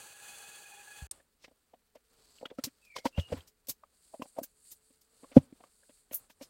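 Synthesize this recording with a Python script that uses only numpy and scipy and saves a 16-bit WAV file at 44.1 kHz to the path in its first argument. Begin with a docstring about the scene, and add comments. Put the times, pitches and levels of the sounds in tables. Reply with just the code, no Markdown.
"""Climbing past a heap of dead branches

A fluttering forest hiss with a faint far drone of narrow noise bands stops abruptly; a stiller spot follows.
A person climbs past the heap: sticks and soft ground ring as damped modes, leaves crackle as bursts of
fractures, thin twigs snap, and clothes brush the plants as swelling grains over softly stirred litter.
One thick branch gives a loud hollow knock, and a bird whistles twice in gliding, hoarse tones."""
import sys
import numpy as np
from scipy import signal
from scipy.fft import rfft, irfft, next_fast_len
from scipy.io import wavfile
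from scipy.ndimage import uniform_filter1d, minimum_filter1d

SR = 44100
rng = np.random.default_rng(int(sys.argv[2]) if len(sys.argv) > 2 else 0)


def digitize_waveform(pressure):
    """Quantize a signal to 16-bit integers and store it at the path in sys.argv[1].

    Rows of a 2-D input are taken as channels; values are limited to [-1, 1].
    """
    field = np.atleast_2d(pressure).T
    bounded = np.clip(field, -1, 1)
    quanta = np.round(bounded * 32767).astype(np.int16)
    wavfile.write(sys.argv[1], SR, quanta)


N = 286341
TIME = np.arange(N) / SR

# soft ground under a foot: start_s, contact_s, pitch_hz, lower_mode_db, upper_mode_db
FOOTFALLS = [(1.021, 0.0021, 68.4, -31, -38.5), (3.18, 0.006, 85.4, -20, -25.5),
             (3.321, 0.0072, 94, -33.5, -34.5), (3.362, 0.038, 82.4, -50, -67),
             (5.366, .008, 85.7, -25.5, -9.5)]


def from_db(db):
    """Decibels to gain."""
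    return 10 ** (np.asarray(db) / 20)


def rms_one(x):
    """Scale to unit rms."""
    return x / np.sqrt(np.mean(x ** 2) + 1e-20)


def in_time(rows):
    """Each column of a curve, joined by straight lines at every sample."""
    s, *columns = np.transpose(rows)
    return [np.interp(TIME, s, column) for column in columns]


def coloured(x, spectrum):
    """Give a steady signal a spectrum; rms 1."""
    hz, db = np.transpose(spectrum)
    size = next_fast_len(N)
    bins_hz = np.maximum(np.fft.rfftfreq(size, 1 / SR), 1)
    gain = from_db(np.interp(np.log(bins_hz), np.log(hz), db))
    return rms_one(irfft(rfft(x, size) * gain, size)[:N])


def drift(rate):
    """Random wander through `rate` new values a second, with a spread a little under 1."""
    return np.interp(TIME * rate, np.arange(N), rng.standard_normal(N))


def grains(per_s, spread_db):
    """Tiny fractures at random moments, of uneven size and either sign."""
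    size_db = spread_db * np.minimum(rng.exponential(1, N), 3)
    sizes = from_db(size_db) * rng.choice([-1, 1], N)
    return sizes * (rng.random(N) < per_s / SR)


def burst(start, rise, hold, decay, steepness):
    """Samples and envelope of a push that swells, holds and dies; its square integrates to 1 over seconds."""
    span = slice(max(int((start - .06) * SR), 0), min(int((start + .2) * SR), N))
    t = TIME[span] - start
    swell = np.minimum(t, 0) / max(rise, 1e-4)
    fall = (np.maximum(t - hold, 0) / max(decay, 1e-4)) ** steepness
    shape = np.exp(swell - fall)
    return span, shape / np.sqrt(np.sum(shape ** 2) / SR)


def add_mode(out, start, contact, hz, db, ring_cycles, rough, swell_cycles):
    """A heavily damped mode, driven while the contact lasts and then left to die."""
    t = TIME[:min(SR // 5, N - int(start * SR))]
    swell = 1 - np.exp(-(t * hz / swell_cycles) ** 2)
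    # the contact lets go gradually
    free_cycles = np.logaddexp(0, (t - .8 * contact) * hz * 3) / 3
    shape = swell * np.exp(-free_cycles / ring_cycles)
    # the pitch is pulled about, with a new random value every two cycles
    wobble = np.interp(t * hz / 2, np.arange(2000), rng.standard_normal(2000))
    wave = shape * np.sin(2 * np.pi * hz * np.cumsum(1 + rough * wobble) / SR)
    # the mode's energy is that of a signal at this rms level for the length of the contact
    out[int(start * SR):][:len(t)] += from_db(db) * wave * np.sqrt(contact * SR / np.sum(wave ** 2))


def background():
    """Still air as coloured noise, under a faint far hum that comes and goes with a wavering pitch."""
    # still air by the heap: frequency_hz, relative_level_db
    air = [(30, 11), (70, 1.5), (130, -9), (240, -2), (320, -12.5), (430, -5), (600, -17), (1000, -18),
           (1350, -12), (1900, -15), (4000, -20), (8000, -23), (16000, -17)]
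    # hum: time_s, pitch_hz, relative_level_db
    hum_curve = [(1.95, 438.5, -95), (2.18, 458, -72), (2.35, 406, -78), (2.8, 437, -88.5),
                 (3.55, 430, -79.5), (4.0, 425, -96), (4.75, 428, -81.5), (5.1, 446, -78),
                 (5.6, 432, -87.5)]
    hz, db = in_time(hum_curve)
    level = from_db(db - 2.5 + 2 * drift(12))
    wavering_hz = hz * (1 + 0.011 * drift(18))
    hum = level * np.sin(2 * np.pi * np.cumsum(wavering_hz) / SR)
    return hum + from_db(-75) * coloured(rng.standard_normal(N), air)


def first_spot():
    """A fluttering forest hiss, and a far drone whose narrow bands each swell and wander."""
    # colour of the hiss: frequency_hz, relative_level_db
    hiss_colour = [(40, -7.5), (220, -6.5), (300, -10.5), (450, -1.5), (1050, -5.5), (1450, 1.5),
                   (1950, -9), (2700, 0.5), (3800, -5.5), (4500, 2), (5200, -13.5), (5850, -6), (6200, 0.5),
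                   (8800, 1.5), (12000, -9), (16000, -10)]
    # level curves, trimmed below: time_s, hiss_db, drone_upper_bands_db
    hiss_levels = [(0.0, -55, -68), (0.044, -54.5, -68), (0.196, -60, -66), (0.23, -54, -57.5),
                   (0.574, -55.5, -58), (0.598, -57, -64), (0.81, -59.5, -58.5), (0.858, -60.5, -69),
                   (0.986, -56.5, -54.5), (1.06, -59, -66.5)]
    # bands of the drone: centre_hz, width_hz, relative_level_db
    drone_bands = [(405, 14, -2.5), (815, 30, 7), (1673, 31, 10.5), (2520, 25, 16.5), (2780, 28, -6),
                   (3270, 84, -23), (3390, 27, 9.5), (4520, 200, -21)]
    hiss_db, upper_db = in_time(hiss_levels)
    drone = np.zeros(N)
    for hz, width, db in drone_bands:
        r = np.exp(-np.pi * width / SR)
        # slowly changing noise spreads a tone into a narrow band
        spread = rms_one(signal.lfilter([1], [1, -r], rng.standard_normal((2, N))))
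        phase = 2 * np.pi * np.cumsum(hz * (1 + .006 * drift(14))) / SR
        band = spread[0] * np.cos(phase) + spread[1] * np.sin(phase)
        swell_db = 3 * drift(50)
        level_db = upper_db - 16.0 if hz > 2000 else -71
        # for the same table level, a wider band carries more power
        drone += from_db(level_db + db + swell_db) * np.sqrt(width / 50) * band
    flutter_db = 1.6 * drift(70)
    hiss = from_db(hiss_db + 2.13 + flutter_db) * coloured(rng.standard_normal(N), hiss_colour)
    return hiss + drone


def bird():
    """Two thin, hoarse whistles, one falling and one rising; each swells as it glides, then fades on its last pitch."""
    # whistles: start_s, glide_s, first_pitch_hz, last_pitch_hz, relative_level_db, fade_s
    whistles = [(2.815, .15, 2606, 2139, -49, .015), (3.127, 0.067, 2690, 2884, -43, 0.043)]
    swell_over_glide_db = 16
    out = np.zeros(N)
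    for s, glide, first_hz, last_hz, db, fade in whistles:
        progress = np.clip((TIME - s) / glide, 0, 1)
        hz = first_hz + (last_hz - first_hz) * progress
        release = np.exp(-np.clip((TIME - s - glide) / fade, 0, 20))
        flutter_db = 3.5 * drift(180)
        level_db = db - swell_over_glide_db * (1.5 - progress) + flutter_db
        level = (TIME > s) * release * from_db(level_db)
        quaver = 1 + .028 * drift(900)  # fast pitch jitter makes it hoarse
        out += level * np.sin(2 * np.pi * np.cumsum(hz * quaver) / SR)
    return out


def sweeps():
    """Levels in dB of brushing, sheen and litter: each stroke swells smoothly and lets go a little faster."""
    # clothes sweep past a plant: peak_s, swell_s, brushing_db, sheen_db, dragged_litter_db
    strokes = [(1.12, 0.1, -81, -74, -67), (2.2, 0.059, -76, -82, -72), (2.35, .11, -70.5, -88, -74.5),
               (2.66, 0.037, -91, -78, -67), (2.931, 0.21, -78, -85, -80.5), (3.36, .08, -68.5, -76, -66.5),
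               (4.11, 0.094, -73.5, -73.5, -86), (4.32, 0.22, -76.5, -72.5, -82),
               (4.689, 0.067, -72, -66, -95.5), (4.9, .08, -80, -77.5, -88),
               (5.25, 0.13, -75.5, -75.5, -74), (5.428, 0.026, -81.5, -78, -72.5),
               (5.62, .12, -80, -80, -73.5), (5.92, 0.12, -76.5, -73, -94),
               (6.209, 0.067, -78.5, -73.5, -70.5), (6.47, 0.072, -86, -77.5, -72.5)]
    rest_db = [[-89.5], [-92], [-84]]  # brushing, sheen and litter between strokes
    release_share = 0.72  # release as a share of the swell
    power = from_db(rest_db) ** 2 * np.ones(N)
    for s, swell, *layer_db in strokes:
        width = np.where(TIME < s, swell, swell * release_share)
        hump = np.exp(-np.minimum(((TIME - s) / width) ** 2, 20))
        power += from_db(layer_db)[:, None] ** 2 * hump
    return 10 * np.log10(power)


def litter(dragged_db):
    """The litter is dragged along by each stroke, and gives and settles under each footfall."""
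    # softly stirred litter: frequency_hz, relative_level_db
    litter_colour = [(30, 4.5), (220, -5), (550, -2.5), (800, -6), (1400, -7), (2000, -14), (4000, -14),
                     (12000, -32.5)]
    settle_db, settle_follows = -51, 0.291  # level under a 0 dB footfall; share of the footfall's dB followed
    press_s, settle_s = .02, 0.04
    level = from_db(dragged_db)
    for s, _, _, lower_db, _ in FOOTFALLS:
        give = np.exp(np.minimum((TIME - s) / press_s, (s - TIME) / settle_s))
        level += from_db(settle_db + settle_follows * lower_db) * give
    flutter = from_db(2.5 * drift(45))
    return level * flutter * coloured(rng.standard_normal(N), litter_colour)


def brushing():
    """Cloth slides over foliage, catching with tiny ticks, while the litter stirs softly."""
    # clothes brushing the plants: frequency_hz, relative_level_db
    brush_colour = [(800, -18), (1400, -9.5), (2000, -11), (3400, -6), (4550, 6.5), (5600, -6.5),
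                    (7000, -2.5), (8000, 4.5), (9500, -10), (13000, -10.5), (16000, -17)]
    # bright sheen of sliding cloth: frequency_hz, relative_level_db
    sheen_colour = [(5000, -37.5), (7000, -6.5), (8600, 1), (11400, -11.5), (12200, -18), (16000, -22)]
    # crackle of cloth catching: frequency_hz, relative_level_db
    catch_colour = [(800, -5.5), (3000, 1), (9000, -1), (16000, -5)]
    brush_db, sheen_db, litter_db = sweeps()
    # the grip comes and goes many times a second
    grip_db = 2.2 * drift(35)
    brush_grains = coloured(grains(per_s=9800, spread_db=8.5), brush_colour)
    brush = from_db(brush_db + 3.0 + grip_db) * brush_grains
    sheen_grains = coloured(grains(per_s=6500, spread_db=4), sheen_colour)
    sheen = from_db(sheen_db + 5.5 + grip_db) * sheen_grains
    # each catch is a few milliseconds of crackle
    catch_starts = np.abs(grains(per_s=30, spread_db=1.2)) + 1e-18
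    catches = signal.lfilter([1], [1, -np.exp(-1 / (.009 * SR))], catch_starts)
    crackle = coloured(grains(per_s=2900, spread_db=1.0), catch_colour)
    ticks = from_db(brush_db / 2 - 37.0) * catches * crackle
    return brush + sheen + ticks + litter(litter_db)


def twigs():
    """A thin twig parts with a sharp, ragged ring."""
    # snaps: start_s, pitch_hz, level_db
    snaps = [(1.1124, 8770, -34), (2.384, 2830, -56.5), (2.4553, 2860, -39.5), (2.457, 3370, -39.5),
             (2.504, 3340, -58), (2.983, 3420, -45), (3.175, 3300, -45), (3.197, 3360, -40.5),
             (3.288, 3360, -59), (3.406, 3220, -53), (4.222, 2530, -45)]
    ring_s = .003
    out = np.zeros(N)
    for s, hz, db in snaps:
        add_mode(out, s, ring_s, hz, db, ring_cycles=ring_s * hz, rough=0.092, swell_cycles=.5)
    return out


def leaves():
    """A crushed leaf gives a dense burst of fractures; the more brittle it is, the brighter their mix."""
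    # dry leaves crushed, times scaled below: start_s, rise_s, decay_s, relative_level_db, brittleness_db
    crunches = [(1.1118, 0.00016, 0.0047, -44.5, 0), (1.444, 0.024, 0.012, -67.5, -8),
                (1.955, 0.0047, 0.0057, -69, -2), (2.458, .0015, .005, -62, -1),
                (2.589, 0.0073, 0.0058, -63, -4), (2.639, .0009, .012, -34.5, -0.5),
                (2.85, .004, 0.01, -67, -2), (2.964, 0.0057, 0.011, -50, -8.5),
                (2.987, 0.0017, 0.0077, -56.5, -5), (3.057, 0.0073, 0.013, -46.5, -4),
                (3.198, .026, 0.018, -58.5, -3), (3.326, .005, .008, -59.5, -3.5),
                (3.375, .01, 0.026, -71, 5), (3.477, .006, 0.012, -61, 0), (3.671, .0009, 0.0048, -55, 0.5),
                (3.687, 0.0029, 0.0094, -42, 5), (3.696, 0.0022, 0.011, -37.5, 4),
                (4.22, .0016, 0.014, -57.5, -1), (4.388, 0.0053, 0.0069, -57, 0.5),
                (4.434, 0.0037, 0.01, -45, 6.5), (4.719, 0.0091, 0.011, -52, 4.5),
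                (5.015, 0.0045, 0.0094, -67, 2.5), (5.366, 0.015, 0.013, -54, -2),
                (6.133, 0.0082, 0.0031, -48.5, 7), (6.145, 0.005, .015, -47, 18.5),
                (6.303, .0055, 0.014, -64, 0.5), (6.427, .013, 0.015, -56, -2.5)]
    # crackle of stiff leaves: frequency_hz, relative_level_db
    stiff_leaf = [(300, -7), (1500, -16.5), (2700, -9), (4000, -4), (5400, -0.5), (7000, -14), (12000, -49)]
    # crackle of thin leaves: frequency_hz, relative_level_db
    thin_leaf = [(2000, -38.5), (5000, -8.5), (6300, 1), (8700, -1.5), (10500, -7.5), (14000, -20)]
    # crackle of brittle leaves: frequency_hz, relative_level_db
    brittle_leaf = [(4000, -26), (9000, -12), (11500, 2.5), (14000, 3), (16000, -2.5)]
    levels = np.zeros((3, N))
    for s, rise, decay, db, brittle_db in crunches:
        span, shape = burst(s, rise * 0.69, 0, decay * 1.36, steepness=1.4)
        # brittleness tilts the balance from stiff towards brittle crackle
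        grade_db = db + brittle_db * np.array([-1, 0, 1])
        levels[:, span] += from_db(grade_db)[:, None] * shape * np.sqrt(abs(rise + decay) / 2)
    out = np.zeros(N)
    for level, colour in zip(levels, (stiff_leaf, thin_leaf, brittle_leaf)):
        out += level * coloured(grains(per_s=9000, spread_db=-6), colour)
    return out


def feet():
    """The soft ground booms briefly under the weight, in two modes."""
    upper_ratio = 1.66  # pitch of the upper mode over the lower one
    out = np.zeros(N)
    for s, contact, hz, lower_db, upper_db in FOOTFALLS:
        for mode_hz, db in ((hz, lower_db), (hz * upper_ratio, upper_db)):
            add_mode(out, s, contact, mode_hz, db, ring_cycles=0.96, rough=0.04, swell_cycles=.28)
    return out


def sticks():
    """Each knock rings the stick and the heap under it, over a dull body noise, with a short splintering crack."""
    # a stick knocks the heap, contact and crack scaled below: start_s, contact_s, pitch_hz, stick_db, heap_db, crack_db
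    knocks = [(1.2, 0.0087, 1700, -66, -73, -78), (1.442, 0.0075, 530, -62, -72, -52.5),
              (1.479, 0.0039, 734, -61.5, -57, -66.5), (1.512, 0.011, 604, -66.5, -69, -97),
              (1.737, 0.0044, 754, -51, -61, -67.5), (1.954, .014, 537, -54, -65, -68.5),
              (2.411, 0.0071, 604, -54.5, -56, -69), (2.428, .009, 523, -45, -51, -90),
              (2.455, 0.0035, 1365, -41, -45, -44), (2.502, 0.0057, 1550, -62, -60, -58),
              (2.513, 0.0034, 502, -43.5, -48.5, -78), (2.585, 0.011, 1356, -49.5, -34, -58),
              (2.669, 0.015, 1790, -97, -40, -64.5), (2.963, 0.0042, 1003, -37, -62, -43),
              (2.983, 0.0049, 512, -47.5, -54, -50.5), (3.054, 0.012, 934, -29, -26.5, -42),
              (3.179, 0.014, 569, -39, -44.5, -48), (3.302, 0.0072, 600, -54, -51, -65),
              (3.323, 0.0092, 522, -29.5, -52, -51), (3.338, 0.01, 806, -81, -35.5, -81),
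              (3.368, 0.019, 1020, -60.5, -60.5, -59), (3.684, 0.013, 460, -56.5, -50, -81),
              (3.836, 0.0017, 1210, -45.5, -84, -67), (4.139, 0.01, 672, -43.5, -58, -70),
              (4.195, 0.013, 406, -74, -40.5, -74), (4.219, 0.0029, 972, -34, -35, -52),
              (4.255, 0.0035, 800, -53.5, -56, -67), (4.366, .024, 750, -55.5, -64, -70.5),
              (4.384, 0.0064, 673, -31.5, -40, -66), (4.414, 0.0064, 447, -73, -41, -81),
              (4.431, 0.014, 1590, -60, -57.5, -68), (4.903, 0.01, 1100, -83, -63, -81),
              (5.231, 0.0089, 469, -57.5, -50.5, -67.5), (5.242, 0.0057, 1000, -53.5, -57, -83),
              (5.316, 0.013, 580, -55, -57, -62.5), (5.365, 0.011, 781, -25, -1, -43.5),
              (5.525, 0.0027, 783, -88.5, -39.5, -70), (5.604, 0.0046, 707, -53.5, -61, -71.5),
              (5.638, 0.002, 1090, -49.5, -62, -60), (5.832, .008, 1524, -67, -89, -89),
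              (5.893, 0.011, 578, -62, -60.5, -69.5), (6.112, 0.0039, 538, -52.5, -47, -53.5),
              (6.131, 0.0031, 598, -49, -57, -51), (6.299, 0.0076, 898, -63, -66.5, -60.5),
              (6.41, 0.018, 582, -51, -48, -60.5)]
    # modes of the whole heap: pitch_hz, relative_level_db, share_driven_by_stick, ring_cycles, swell_cycles
    heap_modes = [(263, -1.5, 0.035, 0.97, .35), (537, -3, .3, 1.4, 0.58)]
    # dull body of wood: frequency_hz, relative_level_db
    wood_body = [(30, -23.5), (80, -10.5), (220, -16.5), (390, -9), (540, 11.5), (800, 0), (1050, -5),
                 (1500, -27), (3000, -42.5)]
    # splitting wood: frequency_hz, relative_level_db
    crack_colour = [(500, 2), (1200, 4), (1900, 10), (3000, 9), (4500, -2), (7000, -12.5), (10000, -34),
                    (16000, -24)]
    overtone_ratio, overtone_db = 1.6, -19.5  # a stick's second mode against its first
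    modes, body, crack = np.zeros((3, N))
    for s, contact, hz, stick_db, heap_db, crack_db in knocks:
        # damp wood meets softly, so each mode takes a moment to build up
        for heap_hz, mode_db, share, ring, swell in heap_modes:
            drive_db = heap_db + share * (stick_db - heap_db)
            add_mode(modes, s, contact, heap_hz, drive_db + mode_db,
                     ring_cycles=ring, rough=0.019, swell_cycles=swell)
        add_mode(modes, s, contact * 0.87, hz, stick_db, ring_cycles=3.2, rough=0.082, swell_cycles=.8)
        add_mode(modes, s, contact * 1.1, hz * overtone_ratio, stick_db + overtone_db,
                 ring_cycles=4.5, rough=0.12, swell_cycles=1.2)
        # the dull body noise follows the stick's level, a few dB below it
        body_db = stick_db - 4.5
        span, shape = burst(s, rise=0.0031, hold=contact * .4, decay=0.0091, steepness=1.0)
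        body[span] += shape * np.sqrt(contact) * from_db(body_db)
        span, shape = burst(s + .001, rise=.0015, hold=contact * 1.2, decay=0.0046, steepness=0.97)
        crack[span] += shape * np.sqrt(contact) * from_db(crack_db + 1.5)
    body_noise = coloured(rng.standard_normal(N), wood_body)
    splinters = coloured(grains(per_s=2800, spread_db=1.5), crack_colour)
    return modes + body * body_noise + crack * splinters


def forest(x, t60, wet_db):
    """Trunks and rocks scatter a short, dull tail, faint behind wood and strong behind the bird."""
    t = TIME[:SR // 2]
    dull_noise = signal.lfilter([1], [1, -.6], rng.standard_normal(len(t)))
    tail = dull_noise * from_db(-60 * t / t60) * (t > .006)
    tail = tail / np.sqrt(np.sum(tail ** 2))
    return x + from_db(wet_db) * signal.fftconvolve(x, tail)[:N]


def scene():
    """The hissing spot, a moment of silence, then the climb past the heap."""
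    wood = forest(sticks() + feet(), t60=0.33, wet_db=-52)
    foliage = forest(leaves() + twigs(), t60=0.2, wet_db=-29.5)
    song = forest(bird(), t60=0.22, wet_db=-2.5)
    hiss_ends_s, heap_begins_s = 1.069, 1.111
    first, second = TIME < hiss_ends_s, TIME > heap_begins_s
    heap_spot = foliage + song + brushing() + background()
    # the wood and footfall layer is open at both spots
    return (first * first_spot() + (first | second) * wood + second * heap_spot)[None]


def record(dry):
    """The microphone sheds the deepest bass, a smooth limiter holds the loudest knock, and the top is cut."""
    x = signal.sosfilt(signal.butter(2, 36, "high", fs=SR, output="sos"), dry)
    gain = minimum_filter1d(.99 / np.maximum(np.abs(x), .99), size=441)
    gain = uniform_filter1d(uniform_filter1d(gain, size=220), size=220)
    cutoff_hz = 15950
    return signal.sosfilt(signal.ellip(10, .1, 80, cutoff_hz, fs=SR, output="sos"), x * gain)


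dry = scene()
out = record(dry)
digitize_waveform(out)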